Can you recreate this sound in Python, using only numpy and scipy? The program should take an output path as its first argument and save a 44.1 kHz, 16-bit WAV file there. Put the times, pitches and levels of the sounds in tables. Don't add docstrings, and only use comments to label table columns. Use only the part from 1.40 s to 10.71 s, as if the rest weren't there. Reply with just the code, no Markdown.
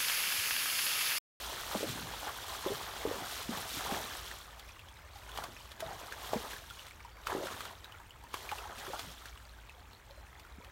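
import sys
import numpy as np
from scipy import signal
from scipy.fft import rfft, irfft, next_fast_len
from scipy.io import wavfile
from scipy.ndimage import map_coordinates

SR = 44100
rng = np.random.default_rng(int(sys.argv[2]) if len(sys.argv) > 2 else 0)


def transcribe(signal):
    frames = np.atleast_2d(signal).T
    limited = np.clip(frames, -1, 1)
    pcm = np.round(limited * 32767).astype(np.int16)
    wavfile.write(sys.argv[1], SR, pcm)


N = 410571

# frequency in Hz, relative level in dB.
RUMBLE_EQ = [(12,-54),(24,-25),(32,-3),(45,-8),(54,8),(63,2.5),(73,-1),(85,0),(118,-8),(160,-16.5),(250,-18.5),(450,-18.5),(900,-22.5),(2000,-100)]
STREAM_EQ = [(150,-24),(400,-22),(900,5),(1600,2.5),(2400,0),(3300,-10),(5000,-30),(7000,-12),(10500,-21),(15800,-12)]
CHURN_EQ = [(80,-70),(180,-37),(290,-10.5),(380,-1),(520,-4.5),(720,-1.5),(1040,-1),(1400,-6.5),(1900,-9),(2600,-20),(3400,-8),(5700,-90)]
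SPRAY_EQ = [(600,-99),(1200,4.5),(2000,-3.5),(2600,-4),(3300,0.5),(4300,-5),(4900,-9.5),(5600,-7.5),(7000,-11),(8500,-14.5),(12000,-14)]
MIST_EQ = [(2000,-73),(4000,-1),(6500,-7.5),(8000,-9),(9800,-7),(10400,-13),(11300,-8.5),(13500,-8.5),(15800,-13)]
SLOSH_EQ = [(50,-40),(95,12.5),(130,2.5),(180,0),(280,1),(400,-3),(600,-5),(1200,-40),(2500,-100)]
DRIP_TICK_EQ = [(200, -15), (1500, -1), (3800, 0), (7000, -9), (15000, -11)]
SPATTER_EQ = [(40, -40), (150, -6), (900, 2), (3500, 5), (6000, -4), (15000, -9.5)]

# time in seconds, hold in seconds, churn level in dB,
# spray level in dB.
LEG_SWEEPS = [(0, 0.21, -47, -48), (0.318, 0.19, -49, -46), (0.748, 0.22, -50.5, -53.5),
              (1.1, 0.02, -49.5, -48), (1.264, 0.092, -44.5, -48.5), (1.543, 0.32, -45, -53.5),
              (1.89, 0.095, -65, -47.5), (2.148, 0.059, -46.5, -50.5), (2.313, 0.05, -50, -44),
              (2.466, 0.098, -41.5, -48), (2.73, .18, -50, -53), (3.758, 0.16, -59.5, -61),
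              (3.966, 0.036, -49, -53.5), (4.163, 0.13, -61, -62), (4.438, 0.2, -48, -56),
              (4.692, 0.18, -53, -58.5), (4.85, 0.27, -49, -51), (5.301, 0.14, -61, -58.5),
              (5.906, 0.025, -41.5, -51.5), (6.044, 0.16, -46.5, -51), (6.964, 0.23, -52.5, -54),
              (7.25, 0.04, -50, -66), (7.388, .14, -48, -53), (7.605, 0.032, -55, -51.5),
              (7.802, 0.096, -64, -60)]
# start in seconds,
# level in dB, pitch in Hz, ring time to -60 dB in seconds, wait until closing in seconds,
# closing level in dB, closing pitch in Hz, gurgle level in dB, slosh level in dB.
HOOF_PLUNGES = [(.3505, -23, 600, 0.0065, 0.0039, -30, 212, -48, -60),
                (.407, -32, 450, 0.019, 0.022, -26.5, 444, -34.5, -48.5),
                (.499, -37.5, 118, 0.083, 0.13, -48, 223, -53, -60),
                (.58, -44, 150, .04, .03, -50, 179, -50, -51.5),
                (.831, -30.5, 743, 0.0083, 0.042, -29.5, 873, -32, -62),
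                (1.2618, -25, 364, 0.053, 0.06, -37, 580, -30, -53.5),
                (1.652, -23, 440, 0.049, 0.021, -29, 304, -44, -55),
                (1.712, -27, 470, .032, .05, -46, 400, -40, -58),
                (2.091, -27, 226, 0.059, .018, -35.5, 253, -42, -52),
                (2.32, -49, 297, 0.033, 0.052, -42, 278, -49, -57.5),
                (2.492, -31, 765, .026, 0.035, -34, 704, -35, -64),
                (2.521, -28.5, 223, 0.027, 0.051, -34, 830, -42, -49.5),
                (3.987, -26.5, 800, 0.0085, .052, -35, 710, -45, -58.5),
                (4.424, -32.5, 650, .15, .09, -35, 786, -38.5, -55),
                (4.9331, -19, 623, 0.0059, 0.025, -29, 219, -34.5, -54.5),
                (5.927, -32, 392, 0.038, 0.0098, -47, 900, -38, -70),
                (5.9503, -25, 374, 0.013, 0.017, -30.5, 376, -42, -66),
                (5.983, -33, 348, .094, .041, -33, 563, -34.5, -63),
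                (6.038, -35, 368, 0.067, .02, -34, 600, -44, -62),
                (6.941, -37.5, 376, 0.019, 0.033, -59, 700, -63, -73),
                (7.121, -28.5, 837, 0.041, 0.0073, -48, 1290, -55, -74),
                (7.255, -37.5, 835, 0.033, .043, -37, 676, -64, -79),
                (7.479, -39.5, 374, 0.1, 0.055, -28.5, 820, -37.5, -64),
                (7.619, -82, 200, .04, 0.04, -55, 197, -51, -63),
                (9.183, -44.5, 200, 0.027, 0.019, -51, 500, -59, -72)]
# start in seconds, level in dB, pitch in Hz.
BIG_DRIPS = [(3.292,-39.5,2510),(3.393,-39.5,2680),(3.486,-40.5,3260),(3.756,-41,790),(3.917,-36.5,3400),(4.166,-38.5,2460),(5.133,-34,1650),(5.164,-35,1700),(5.307,-35,1380),(5.301,-35,3370),(5.394,-37,2920),(5.509,-40,2230),(5.604,-40,2230),(5.648,-38,944),(6.444,-33.5,3820),(6.522,-38,2900),(6.599,-42.5,923),(6.707,-38.5,2880),(6.838,-39,950),(7.975,-40.5,2830),(8.295,-38.5,2600),(8.703,-47,553),(8.774,-47,588),(9.049,-43.5,1420)]
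# time in seconds, level in dB, pitch in Hz,
# spatter against the pop in dB.
SURFACE_SLAPS = [(.737,-35,920,-16),(1.264,-35,940,-31),(1.284,-36.5,3440,-18),(2.174,-32.5,890,-13),(2.47,-38,1310,-25),(2.913,-35,1850,-9),(3.195,-41.5,3530,-3),(3.974,-29.5,1050,-9),(4.038,-33.5,3070,0),(4.317,-40.5,4170,0),(4.404,-32,3400,18),(4.723,-33.5,1640,-10.5),(4.936,-29.5,1020,-11),(5.105,-37,3300,4),(5.466,-41.5,2900,15),(5.8697,-23,1280,-11.5),(6.07,-34,1430,-12),(6.206,-30.5,1240,-8),(6.252,-36,1324,-4),(6.941,-26.5,1097,-11),(7.091,-33,2400,-14),(7.115,-29,1270,-10),(7.184,-37,2700,-11),(7.593,-31.5,1140,-2),(7.856,-38.5,1610,-7),(8.996,-46,4820,5),(9.246,-45,2920,19)]
# start in seconds, length in seconds, opening, middle and
# final pitch in Hz, level in dB.
BIRD_WHISTLES = [(3.52,0.12,5100,5100,5040,-69),(5.7,0.12,4550,4620,4600,-70),(8.488,.12,3920,4410,4250,-70),(8.72,0.16,4200,4090,4100,-69)]
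# frequency in Hz, time to -60 dB in seconds.
BANK_DECAY = [(200, 0.043), (1500, 0.12), (10000, 0.058)]


def amp(db):
    return 10 ** (np.asarray(db) / 20)


def unit(x):
    return x / np.sqrt(np.mean(x ** 2) + 1e-20)


def along(points, hz):
    knots_hz, values = np.transpose(points)
    return np.interp(np.log(hz + 1), np.log(knots_hz + 1), values)


def wobble(rate):
    return map_coordinates(rng.standard_normal(int(N * rate / SR) + 4), [np.arange(N) * rate / SR])


def filtered(x, response):
    size = next_fast_len(len(x) + 8192)
    return irfft(rfft(x, size) * response(np.fft.rfftfreq(size, 1 / SR)), size)[:len(x)]


def coloured(x, eq):
    return unit(filtered(x, lambda hz: amp(along(eq, hz))))


def add(track, s, sound):
    start = max(round(s * SR), 0)
    track[start:start + len(sound)] += sound[:max(N - start, 0)]


def swell(s, hold_s, rise_db_per_s, fall_db_per_s):
    age = np.arange(0, N, 64) / SR - s
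    return amp(rise_db_per_s * np.minimum(age, 0) - fall_db_per_s * np.maximum(age - hold_s, 0))


def summed_db(swells):
    power = sum(gain ** 2 for gain in swells)
    return np.interp(np.arange(N), np.arange(0, N, 64), 10 * np.log10(power + 1e-12))


def bubble(t, hz, t60, rise, onset_cycles):
    age = t / t60
    phase = 2 * np.pi * hz * t * (1 + rise * np.minimum(age, 2) / 2)
    attack = 1 - np.exp(-(t * hz / onset_cycles) ** 2)
    return np.sin(phase) * attack * amp(-60 * age)


def swarm(count, low_hz, high_hz, cycles, spread_db, size):
    when, pitch, life, strength, sign = rng.random((count, 5)).T[:, :, None]
    hz = low_hz * (high_hz / low_hz) ** pitch
    t60 = np.minimum(cycles * 2 ** (2 * life - 1) / hz, size / SR)
    gain = amp(-spread_db * np.log(1 - .99 * strength)) * np.sign(sign - .5)
    rings = gain * hz * bubble(np.arange(size) / SR, hz, t60, rise=.1, onset_cycles=.5)
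    places = (when * N).astype(int) + np.arange(size)
    return unit(np.bincount(places.ravel(), rings.ravel(), N)[:N])


def rumble():
    return amp(-56) * coloured(rng.standard_normal(N), RUMBLE_EQ)


def stream():
    ripples = swarm(count=2500, low_hz=450, high_hz=6000, cycles=22, spread_db=2.2, size=1200)
    level_db = -61 + .91 * wobble(8)
    hiss = amp(6.5) * rng.standard_normal(N)
    return amp(level_db) * coloured(ripples + hiss, STREAM_EQ)


def burbles():
    return amp(-67.5) * swarm(count=110, low_hz=482, high_hz=1473, cycles=48, spread_db=1, size=4000)


def stirred(sweeps, walk_db, rest_db):
    rise = 165
    thrown = [amp(db) * swell(s, hold, rise, fall_db_per_s=79) for s, hold, db in sweeps]
    runoff = [amp(db - 10) * swell(s, hold, rise, fall_db_per_s=28) for s, hold, db in sweeps]
    walk_end_s = 2.65
    walking = amp(walk_db) * swell(0, walk_end_s, rise, fall_db_per_s=21.5)
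    return summed_db(thrown + runoff + [walking, amp(rest_db)])


def wash(churn_db, spray_db):
    sparse = swarm(count=1900, low_hz=450, high_hz=2200, cycles=24, spread_db=2.2, size=1600)
    dense = swarm(count=7000, low_hz=260, high_hz=2600, cycles=12, spread_db=2.5, size=700)
    drops = swarm(count=2600, low_hz=2200, high_hz=8500, cycles=32, spread_db=3.2, size=600)
    patter = swarm(count=20000, low_hz=1700, high_hz=8000, cycles=15, spread_db=2.3, size=240)
    fizz = swarm(count=14000, low_hz=6000, high_hz=15000, cycles=7, spread_db=3.2, size=90)
    ticks = swarm(count=700, low_hz=3140, high_hz=9370, cycles=93, spread_db=4, size=700)
    merged = np.clip((spray_db + 68) / 22, .3, .95)
    churn = np.sqrt(1 - merged) * sparse + np.sqrt(merged) * dense + 1.1 * rng.standard_normal(N)
    spray = np.sqrt(1 - merged) * drops + np.sqrt(merged) * patter + 1.1 * rng.standard_normal(N)
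    mist = fizz + 1.2 * rng.standard_normal(N)
    full_spray_db = -47
    mist_db = -50 + 1.13 * (spray_db - full_spray_db)
    flutter_db = 1.06 * wobble(40)
    return (amp(churn_db - 1.5 + 2.1 * wobble(19)) * coloured(churn, CHURN_EQ)
            + amp(spray_db + .6 + flutter_db) * coloured(spray, SPRAY_EQ)
            + amp(mist_db + flutter_db) * coloured(mist, MIST_EQ)
            + amp(spray_db - 7) * (1 - merged) * ticks)


def slosh(churn_db):
    heaves = [amp(db) * swell(s + .013, hold_s=.09, rise_db_per_s=200, fall_db_per_s=114)
              for s, *_, db in HOOF_PLUNGES]
    wake = amp(churn_db - 16)
    rolling = swarm(count=2000, low_hz=100, high_hz=600, cycles=6, spread_db=2, size=2400)
    return np.hypot(amp(summed_db(heaves)), wake) * coloured(rolling, SLOSH_EQ)


def air_pockets():
    closing_cycles, stray_cycles, stray_octaves = 16, 28, .94
    fragments_db, closing_fragments_db = -10.5, -3.5
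    pockets = []
    for s, db, hz, t60, wait, closing_db, closing_hz, gurgle_db, _ in HOOF_PLUNGES:
        pockets.append((s, db, hz, t60, fragments_db))
        closing_t60 = closing_cycles / closing_hz
        pockets.append((s + wait, closing_db, closing_hz, closing_t60, closing_fragments_db))
        for late, pitch in rng.random((3, 2)):
            stray_s = s + (wait + .02) * late
            stray_db = gurgle_db - late
            stray_hz = np.sqrt(hz * closing_hz) * 2 ** (stray_octaves * (pitch - .5))
            pockets.append((stray_s, stray_db, stray_hz, stray_cycles / stray_hz, fragments_db))
    return pockets


def gulps():
    out, t = np.zeros(N), np.arange(SR // 6) / SR
    for s, db, hz, t60, fragments_db in air_pockets():
        t60 = max(t60, .008)
        pocket = bubble(t, hz, t60, rise=.035, onset_cycles=.35)
        shove = bubble(t, hz * .674, t60 * .48, rise=.15, onset_cycles=.81)
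        ring = pocket + amp(-10.5) * shove
        add(out, s, amp(db) * ring / np.abs(ring).max())
        for delay, pitch, softness in rng.random((7, 3)):
            fragment = bubble(t, hz * .803 * 2.6 ** pitch, t60=.025, rise=.19, onset_cycles=.64)
            gain = amp(db + fragments_db - 7 * delay - 5 * softness)
            add(out, s + .002 + .024 * delay, gain * fragment)
    return out


def small_drips(count):
    mean_wait_s, loudest_db, range_db, centre_hz, octaves = .35, -42, 15, 2740, 1.75
    return [(s + hold - mean_wait_s * np.log(1 - when),
             loudest_db - range_db * softness,
             centre_hz * 2 ** (octaves * (pitch - .5)))
            for s, hold, _, _ in LEG_SWEEPS for when, softness, pitch in rng.random((count, 3))]


def drips():
    out, t = np.zeros(N), np.arange(SR // 12) / SR
    for s, db, hz in BIG_DRIPS + small_drips(count=4):
        plink = bubble(t, hz, t60=29 / hz, rise=.047, onset_cycles=2.2)
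        tick = coloured(rng.standard_normal(len(t)), DRIP_TICK_EQ) * amp(-60 * t / .018)
        add(out, s, amp(db + 4) * (plink + amp(-16) * tick))
    return out


def slaps():
    out, t = np.zeros(N), np.arange(SR // 12) / SR
    for s, db, hz, spatter_db in SURFACE_SLAPS:
        pop = bubble(t, hz, t60=.013, rise=.043, onset_cycles=.79)
        burst = amp(spatter_db) * coloured(rng.standard_normal(len(t)), SPATTER_EQ)
        lead_in = amp(spatter_db) * coloured(rng.standard_normal(len(t)), SPATTER_EQ)
        smack = pop + burst * amp(-60 * t / .03) * (1 - np.exp(-t / .0007))
        gain = amp(db + 3) / np.abs(smack).max()
        add(out, s, gain * smack)
        add(out, s - len(t) / SR, gain * lead_in * amp(-14 - 60 * t[::-1] / .04))
    return out


def bird():
    out = np.zeros(N)
    for s, length, start_hz, middle_hz, end_hz, db in BIRD_WHISTLES:
        progress = np.linspace(0, 1, round(length * SR))
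        bend = np.polyfit([0, .5, 1], [start_hz, middle_hz, end_hz], 2)
        phase = 2 * np.pi * np.cumsum(np.polyval(bend, progress)) / SR
        envelope = np.sqrt(np.abs(np.sin(np.pi * progress)))
        add(out, s, amp(db) * envelope * np.sin(phase))
    return out


def bank_echo(x):
    hz, t, noise = signal.stft(rng.standard_normal(SR // 2), SR, nperseg=256)
    decay = amp(-60 * t / along(BANK_DECAY, hz)[:, None])
    _, tail = signal.istft(noise * decay, SR, nperseg=256)
    response = np.pad(unit(tail), (200, 0)) / np.sqrt(len(tail))
    return signal.fftconvolve(x, response)[:N]


def scene():
    churn_db = stirred([(s, hold, db) for s, hold, db, _ in LEG_SWEEPS], walk_db=-51.5, rest_db=-67)
    spray_db = stirred([(s, hold, db) for s, hold, _, db in LEG_SWEEPS], walk_db=-50.5, rest_db=-67.5)
    spots = gulps() + slaps() + drips() + bird()
    echo = amp(-9.5) * bank_echo(spots)
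    wading = wash(churn_db, spray_db) + slosh(churn_db)
    bed = stream() + burbles() + rumble()
    return (spots + echo + wading + bed)[None]


def record(dry):
    return filtered(dry[0], lambda hz: hz < 15850)[None]


dry = scene()
out = record(dry)
transcribe(out)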